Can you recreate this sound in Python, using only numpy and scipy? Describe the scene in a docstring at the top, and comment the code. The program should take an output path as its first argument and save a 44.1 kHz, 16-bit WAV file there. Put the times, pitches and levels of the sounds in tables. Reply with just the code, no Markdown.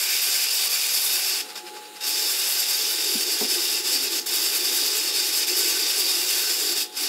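"""On a desk top in a room: a small electric motor, held down on a notepad, turns a knob on a dry shaft.
About ten turns a second grind in the metal casing: random grit rings resonances, its force set over time.
The grind falters and drops out, baring light grazes, a thin whine, faint singing notes and filtered hiss.
The desk rumbles along as noise in low resonances and is knocked twice, as decaying sines.
One microphone without bass; distance lies in the levels alone, and both channels are the same."""
import sys
import numpy as np
from scipy import signal
from scipy.fft import rfft, irfft
from scipy.io import wavfile

SR = 44100
rng = np.random.default_rng(int(sys.argv[2]) if len(sys.argv) > 2 else 0)


def store_pcm(level_fs):
    """Save levels as 16-bit WAV."""
    pcm = np.round(np.clip(level_fs, -1, 1) * 32767).astype(np.int16)
    wavfile.write(sys.argv[1], SR, np.atleast_2d(pcm).T)


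N = 312228

# Grind in full contact: t/s, level/dB, share of the dull part/dB, share of the top/dB
GRIND = [(0, -22, -0.5, 1.5), (.5, -21, -1.5, 0.5), (1.1, -22.5, -0.5, 2.5), (1.4, -23.5, -1, -2),
         (2.0, -28.5, 3, -11), (2.07, -23.5, -1.5, 1.5), (2.15, -23.5, -1, 0), (2.3, -22.5, 0, 0.5),
         (2.9, -22.5, -1.5, -1), (3.8, -22, -1, -2.5), (4.3, -22.5, 0, 1), (4.8, -22, -0.5, -1),
         (5.7, -21.5, -1, -2), (6.5, -22, -0.5, -1.5), (6.8, -22.5, 0, -0.5), (7.08, -23, 1, -1.5)]
# The grind slackens (negative depth: it bears harder): t/s, depth/dB, length/s
FALTERS = [(.473, 2.5, 0.066), (.686, 5.5, 0.014), (1.3, -1, .02), (2.223, 1.5, 0.033), (2.66, 1.5, 0.056),
           (3.253, 2, 0.038), (3.475, 3, 0.027), (3.67, 1.5, 0.038), (3.828, 6, 0.068), (4.005, 2, 0.063),
           (4.099, 4, 0.071), (4.146, 1.5, .03), (4.285, 0.5, 0.023), (4.598, 1.5, 0.12),
           (5.118, 2.5, 0.055), (5.317, 2.5, 0.031), (5.46, 5.5, 0.039), (5.532, 1.5, 0.054),
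           (5.94, 1, 0.031), (6.432, 1.5, .057), (6.746, 4.5, 0.033), (7.02, 1.5, 0.024)]
# Contact is lost: lets go t/s, bites again t/s, first drop/dB, fade/(dB/s), return/(dB/s), weaker on return/dB
DROPOUTS = [(1.414, 2.011, 4, 350, 1800, 2.5), (4.2, 4.262, 5.5, 225, 3000, 3.5),
            (6.826, 6.975, 2.5, 310, 520, 1.5)]
# The free shaft grazes about once a turn:
# t/s, level/dB, rise time of 10 dB/s, fade/(dB/s), share of the dull part/dB
GRAZES = [(1.505, -40, .035, 300, 13), (1.5575, -33, 0.003, 520, 12), (1.577, -36.5, .006, 480, 6),
          (1.672, -43.5, .025, 300, 14), (1.765, -42, .022, 300, 15), (1.858, -49, .025, 260, 16),
          (1.968, -42, .012, 350, 13), (6.927, -46, .012, 500, 5)]
# A light touch rings the casing less: f/Hz, relative level/dB
GRAZE_COLOUR = [(2000, -16), (3000, -3), (4000, -6), (5000, -3), (5350, -3), (5800, -3), (6500, -5),
                (7200, -5), (9000, -7), (15700, -8)]
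# Casing resonances: f/Hz, width/Hz, relative level/dB
CASING = [(739, 38, -16.5), (1157, 29, -10.5), (1535, 62, -9), (1766, 63, -14), (2125, 18, -12),
          (2460, 80, -9.5), (2605, 34, -5.5), (2762, 26, -2), (2974, 38, -5), (3332, 37, -3.5),
          (3530, 37, -3.5), (3705, 91, -2), (4404, 79, -2), (4592, 45, 3), (4700, 66, 4.5), (4844, 58, 0),
          (4970, 59, 2.5), (5192, 68, 2.5), (5260, 60, -3), (5340, 72, -1.5), (5480, 58, -6),
          (6320, 270, -11.5), (7430, 220, -8), (8020, 220, -6.5), (8280, 78, -7.5), (9030, 170, -9),
          (10810, 640, -9.5), (11040, 150, -11), (11520, 480, -9.5), (13400, 270, -8), (14100, 120, -10)]
# Broad part of the grind: f/Hz, relative level per Hz/dB
RUB = [(290, -34), (500, -16.5), (828, -15.5), (1280, -15.5), (2600, -8), (3150, -8), (3660, -6.5),
       (4100, -8), (5020, -1), (5970, -5), (8000, -7), (9500, -9.5), (12500, -10), (15700, -12.5)]
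# Where the casing radiates badly (one row lifts instead): f/Hz, width/Hz, depth before scaling/dB
VALLEYS = [(1080, 95, -3), (2240, 78, -12), (1650, 71, -6), (3054, 80, -6), (3250, 90, -7), (3870, 36, -5),
           (4100, 110, -6), (4790, 46, -10), (6030, 130, -4.5), (6500, 200, -12.5), (8040, 100, -5),
           (8400, 240, -2), (9400, 150, 1), (9400, 350, -9)]
# A band that the holding hand damps as it presses down: t/s, lift before scaling/dB
LOOSE_LIFT = [(0, 8.5), (1.0, 5), (1.4, 6), (2.1, 2), (4, 0.5), (5.5, 3.5), (7.08, 0.5)]
# The blows on the desk: t/s, strength/dB, lowest mode/dB, upper modes/dB, rise time constant/s
KNOCKS = [(3.151, -21, 0, -9, 0.0024), (3.175, -31, -4, -5, .002), (3.411, -21.5, -5, 2, 0.00049),
          (3.421, -26, -8, 2.5, 0.0013), (3.429, -26, -7, 1, .001), (3.4439, -30, -1, 5, 0.0011)]
# Modes of the knocked desk: f/Hz, relative level/dB, time to fall 60 dB/s
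KNOCK_MODES = [(227, 3.5, 0.075), (262, -7, 0.12), (420, -0.5, 0.079), (540, -12, 0.12), (742, -2.5, 0.034),
               (900, -6, 0.025)]
# Desk shaken by the motor: t/s, level/dB, share of the low modes/dB
RUMBLE = [(0, -49.5, -14), (1.0, -51, -3), (1.35, -54, 14.5), (1.6, -43.5, 14.5), (1.75, -29, -10),
          (1.95, -40, 13), (2.03, -48, 5), (2.15, -40.5, -1), (2.35, -44, -8), (2.6, -47, -22),
          (3.1, -37, -8.5), (3.8, -39.5, 0.5), (4.2, -43.5, 8.5), (5.0, -39, -3), (5.5, -38.5, 2),
          (6.3, -40, -11), (6.7, -40.5, 5.5), (6.8, -41, 3.5), (7.08, -48.5, 15.5)]
# Desk resonances: f/Hz, width/Hz, relative level/dB
DESK = [(194, 43, -27), (230, 71, -23.5), (273.7, 27, -7.5), (310, 15.6, -0.5), (356.4, 25.6, 4.5),
        (430.5, 33, 1), (510.5, 19, -4)]
# Upper winding whine: t/s, level/dB
WHINE = [(0, -56.5), (1.5, -49.5), (1.77, -42.5), (1.93, -49.5), (2.09, -44.5), (2.21, -46), (2.34, -56),
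         (2.5, -50.5), (4.67, -51), (5.6, -50), (6.58, -54.5), (6.96, -50), (7.08, -51)]
# Pitch of the upper whine: t/s, f/Hz
WHINE_HZ = [(0, 846.7), (1.45, 846.7), (1.6, 845.7), (2.1, 845.8), (2.5, 846.6), (7.08, 846.6)]
# Lower whine: t/s, level/dB
LOWER_WHINE = [(0, -68), (.3, -54), (1.3, -57), (1.5, -54), (1.72, -51), (1.8, -65), (1.95, -59),
               (2.4, -56), (4, -64), (6.6, -57), (6.9, -54), (7.08, -56)]
# Thin notes that linger through the last drop-out: f/Hz, level/dB
SINGING = [(3355, -51), (3585, -57), (3680, -52), (4570, -63)]
# Spectrum of the room and microphone hiss: f/Hz, relative level per Hz/dB
HISS = [(60, -44), (90, -36), (125, -17), (160, -23.5), (188, -5), (225, -12), (350, -13.5), (450, 4.5),
        (560, -7.5), (650, -18), (800, -8), (1000, -12.5), (1400, -5), (2100, -11), (2800, -5),
        (3400, -9.5), (4000, -3), (5000, -14), (5350, -16), (5850, -17), (6400, -12), (7100, -9),
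        (8000, -12), (8800, -9.5), (12000, -15), (13200, -15), (15700, -19)]
# The hiss over time: t/s, level/dB
HISS_LEVEL = [(0, -45.5), (1.5, -42.5), (1.8, -42.5), (2.0, -44), (4.2, -43.5), (6.8, -47.5), (7.08, -46)]
# Narrow hollows of the room at the microphone: f/Hz, width/Hz, depth/dB
HOLLOWS = [(244, 17, -8.5), (323, 6.7, -6), (485, 13, -4), (650, 20, -7), (820, 20, -7)]

TURNS_PER_S, FIRST_TURN = 9.72, 0.7   # rate; phase at the start, in turns
SCRAPE_DB = 1.6   # some turns scrape brighter than others
TOP_FOLLOWS = 0.21   # the top loses this share more when contact is weak
LIFTED_DB = -39.5   # what is left of the grind without contact
SETTLE_S, LET_GO_S = 0.032, 0.0017   # time constants: recovery after biting again; the first drop
LOOSE_HZ, LOOSE_WIDTH_HZ = 2290, 270
KNOCK_LOW_HZ = 166   # the blows have little under this
RUMBLE_FOLLOWS = 0.42   # share of the loss of contact that the desk feels
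DESK_LAG_S = 0.0077   # the desk follows the contact late, with this time constant
LOWER_WHINE_HZ = 747.0
SING_S, SING_LENGTH_S = 6.87, 0.22   # middle and length of the singing
HISS_FLICKER_DB = 1.3
CUTOFF_HZ = 15710   # top of the microphone's band


def grind(slack, contact):
    """Grit rings the casing; the contact force throbs with each turn, and the top feels it most."""
    level_db, dull_db, top_db = in_time(GRIND)
    turns = FIRST_TURN + TURNS_PER_S * np.arange(N) / SR
    throb = np.cos(2 * np.pi * turns)   # the shaft runs a little off centre
    force_db = slack + 0.39 * throb + 0.36 * drift(2.35) + 0.34 * drift(100)
    scrape_db = SCRAPE_DB * np.maximum(throb, 0) * np.abs(drift(4.1))

    ringing = resonate(grit(per_s=18000, spread_db=0.2), CASING, waver_db=2.35)
    rubbing = coloured(grit(per_s=20000, spread_db=0.24), RUB)
    body = radiate(from_db(-1.5) * ringing + rubbing)
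    low = lowpass_both_ways(body, 2, 2300)
    under_top = lowpass_both_ways(body, 2, 8500)

    full = from_db(level_db + contact)
    light, light_dull = grazes()
    low_gain = (full * from_db(dull_db) + light_dull) * from_db(0.56 * drift(28))
    middle_gain = full * from_db(0.66 * drift(19))
    top_share = from_db(top_db + TOP_FOLLOWS * contact)
    top_force = from_db(0.66 * force_db + 0.33 * throb + scrape_db + 1.0 * drift(24))
    top_gain = full * top_share * top_force

    dull = low_gain * low
    middle = middle_gain * (under_top - low)
    top = top_gain * (body - under_top)
    touch = light * coloured(body - low, GRAZE_COLOUR)
    return from_db(force_db) * (dull + middle + top + touch)


def slack_db():
    """Each falter is a hollow in the contact force; a negative depth is a swell."""
    return -bumps(FALTERS)


def contact_db():
    """Each drop-out falls at once, fades toward the lifted level, climbs back quickly and then settles."""
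    t, out = np.arange(N) / SR, np.zeros(N)
    for off_s, on_s, drop_db, fade, rise, weaker_db in DROPOUTS:
        since = np.maximum(t - off_s, 0)
        falling_db = drop_db * (1 - np.exp(-since / LET_GO_S)) + fade * since
        returning_db = weaker_db + rise * (on_s - t)
        gap = -np.minimum(falling_db, returning_db)
        settle = -weaker_db * np.exp(-np.maximum(t - on_s, 0) / SETTLE_S)
        out += np.where(t < on_s, np.clip(gap, LIFTED_DB, 0), settle)
    return out


def grazes():
    """Gains of the light touches and of their dull part; each rises and fades at a steady dB rate."""
    t, gains = np.arange(N) / SR, []
    for s, peak_db, rise_s, fade, _ in GRAZES:
        below_peak_db = np.where(t < s, 10 * (s - t) / rise_s, fade * (t - s))
        gains.append(from_db(peak_db - below_peak_db))
    gains = np.array(gains)
    dull_shares = from_db([row[-1] for row in GRAZES])
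    return gains.sum(axis=0), dull_shares @ gains


def grit(per_s, spread_db):
    """Tiny collisions of rough metal, at random moments and of uneven size."""
    sizes = from_db(spread_db * np.minimum(rng.exponential(1, N), 5)) * rng.standard_normal(N)
    return rms_one(sizes * (rng.random(N) < per_s / SR))


def radiate(x):
    """The casing cuts narrow valleys, which deepen and fill; one band follows the grip."""
    grip_band = (LOOSE_HZ, LOOSE_WIDTH_HZ, in_time(LOOSE_LIFT)[0])
    for hz, width, change_db in VALLEYS + [grip_band]:
        gain = from_db(change_db * (0.72 + 0.42 * drift(11.4)))
        x = x + (gain - 1) * resonance(x, hz, width)
    return rms_one(x)


def knocks():
    """Soft blows on the desk top: each sounds its modes as sines with a quick rise and a steady dB decay."""
    t, out = np.arange(SR // 4) / SR, np.zeros(N)
    for s, strength_db, lowest_db, upper_db, rise_s in KNOCKS:
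        at = round(s * SR)
        for hz, level_db, t60 in KNOCK_MODES:
            colour_db = lowest_db * (hz < 245) + upper_db * (hz > 330)
            gain = from_db(strength_db - 2.0 + level_db + colour_db - 60 * t / t60)
            out[at:at + len(t)] += gain * (1 - np.exp(-t / rise_s)) * np.sin(2 * np.pi * hz * t)
    return signal.sosfilt(signal.butter(3, KNOCK_LOW_HZ, "high", fs=SR, output="sos"), out)


def desk(slack, contact):
    """The casing shakes the desk through the notepad: noise in a few low resonances."""
    level_db, deep_db = in_time(RUMBLE)
    lag = np.exp(-1 / (DESK_LAG_S * SR))
    felt = signal.lfilter([1 - lag], [1, -lag], contact)
    shaken = resonate(rng.standard_normal(N), DESK, waver_db=2.24)
    band = signal.butter(4, [190, 560], "band", fs=SR, output="sos")
    steep = rms_one(signal.sosfilt(band, shaken))
    deep = lowpass_both_ways(steep, 3, 320)
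    gain = from_db(level_db + RUMBLE_FOLLOWS * felt + 0.38 * slack + 0.29 * drift(12.0))
    return gain * (steep - deep + from_db(deep_db) * deep)


def whine():
    """Two magnetic tones of the winding, unsteady in level and phase; the lower one wavers more."""
    upper_phase = 2 * np.pi * np.cumsum(in_time(WHINE_HZ)[0]) / SR
    upper_gain = from_db(in_time(WHINE)[0] + 0.19 * drift(3.7))
    upper = upper_gain * np.sin(upper_phase + 0.36 * drift(5.5))
    lower_phase = 2 * np.pi * LOWER_WHINE_HZ * np.arange(N) / SR
    lower_gain = from_db(in_time(LOWER_WHINE)[0] + 1.5 * drift(8))
    lower = lower_gain * np.sin(lower_phase + 1.2 * drift(3.1))
    return np.sqrt(2) * (upper + lower)   # a sine of rms 1 peaks at the root of 2


def singing():
    """The casing sings faintly, in wavering sines, while the shaft runs nearly free."""
    t, notes = np.arange(N) / SR, np.zeros(N)
    for hz, level_db in SINGING:
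        notes += from_db(level_db + 3 * drift(12)) * np.sin(2 * np.pi * hz * t + 1.5 * drift(10.5))
    return np.sqrt(2) * bumps([(SING_S, 1, SING_LENGTH_S)]) * notes


def room_hiss():
    """Room and microphone hiss: coloured noise that flickers in level."""
    gain = from_db(in_time(HISS_LEVEL)[0] + HISS_FLICKER_DB * drift(12))
    return gain * coloured(rng.standard_normal(N), HISS)


def room(x):
    """Standing waves leave a few narrow hollows in the lower range at the microphone."""
    for hz, width, depth_db in HOLLOWS:
        x = x + (from_db(depth_db) - 1) * resonance(x, hz, width)
    return x


def resonate(x, modes, waver_db):
    """Parallel resonances, signs alternating, each swelling and fading on its own; rms 1."""
    out = np.zeros(N)
    for k, (hz, width, level_db) in enumerate(modes):
        out += (-1) ** k * from_db(level_db + waver_db * drift(6.2)) * resonance(x, hz, width)
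    return rms_one(out)


def resonance(x, hz, width):
    """One two-pole resonance, gain 1 on top."""
    r = np.exp(-np.pi * width / SR)
    poles = [1, -2 * r * np.cos(2 * np.pi * hz / SR), r * r]
    return signal.lfilter([(1 - r * r) / 2, 0, (r * r - 1) / 2], poles, x)


def coloured(x, spectrum):
    """x through a spectrum of (f/Hz, level/dB) points, joined over log frequency; rms 1."""
    hz, level_db = np.transpose(spectrum)
    grid = np.maximum(np.fft.rfftfreq(N, 1 / SR), 1)
    gain = from_db(np.interp(np.log(grid), np.log(hz), level_db))
    return rms_one(irfft(rfft(x) * gain, N))


def lowpass_both_ways(x, order, hz):
    """Low-pass run forward and backward, so that the bands split without delay."""
    return signal.sosfiltfilt(signal.butter(order, hz, fs=SR, output="sos"), x)


def bumps(rows):
    """Sum of smooth Gaussian bumps of (t/s, height, length/s)."""
    t, heights = np.arange(0, N + 64, 64) / SR, 0   # worked out every 64 samples
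    for s, height, length in rows:
        heights = heights + height * np.exp(-(2.9 * (t - s) / length) ** 2)
    return np.interp(np.arange(N) / SR, t, heights)


def drift(rate):
    """Slow chance of rms 1: noise through two equal low-pass poles at rate (Hz)."""
    r = np.exp(-2 * np.pi * rate * 40 / SR)   # worked out every 40 samples
    noise = rng.standard_normal(N // 40 + 2002)
    slow = signal.lfilter([1], [1, -2 * r, r * r], noise)[2000:]   # without the run-in
    return np.interp(np.arange(N) / 40, np.arange(len(slow)), rms_one(slow))


def in_time(rows):
    """Columns of (t/s, ..) rows, one value per sample."""
    s, *columns = np.transpose(rows)
    return [np.interp(np.arange(N) / SR, s, c) for c in columns]


def from_db(db):
    """Decibels to gain."""
    return 10 ** (np.asarray(db) / 20)


def rms_one(x):
    """x scaled to rms 1."""
    return x / np.sqrt(np.mean(x ** 2) + 1e-20)


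def scene():
    """Motor, desk and room reach one microphone; the hollows act on grind, rumble and hiss only."""
    slack, contact = slack_db(), contact_db()
    mono = room(grind(slack, contact) + desk(slack, contact) + room_hiss())
    mono = mono + knocks() + whine() + singing()
    return np.array([mono, mono])


def record(dry):
    """The microphone rounds the peaks, drops the bass and cuts the top steeply."""
    rounded = 0.58 * np.tanh(dry / 0.62)
    thin = signal.sosfilt(signal.butter(3, 170, "high", fs=SR, output="sos"), rounded)
    return signal.sosfilt(signal.ellip(14, 0.3, 70, CUTOFF_HZ, fs=SR, output="sos"), thin)


dry = scene()
out = record(dry)
store_pcm(out)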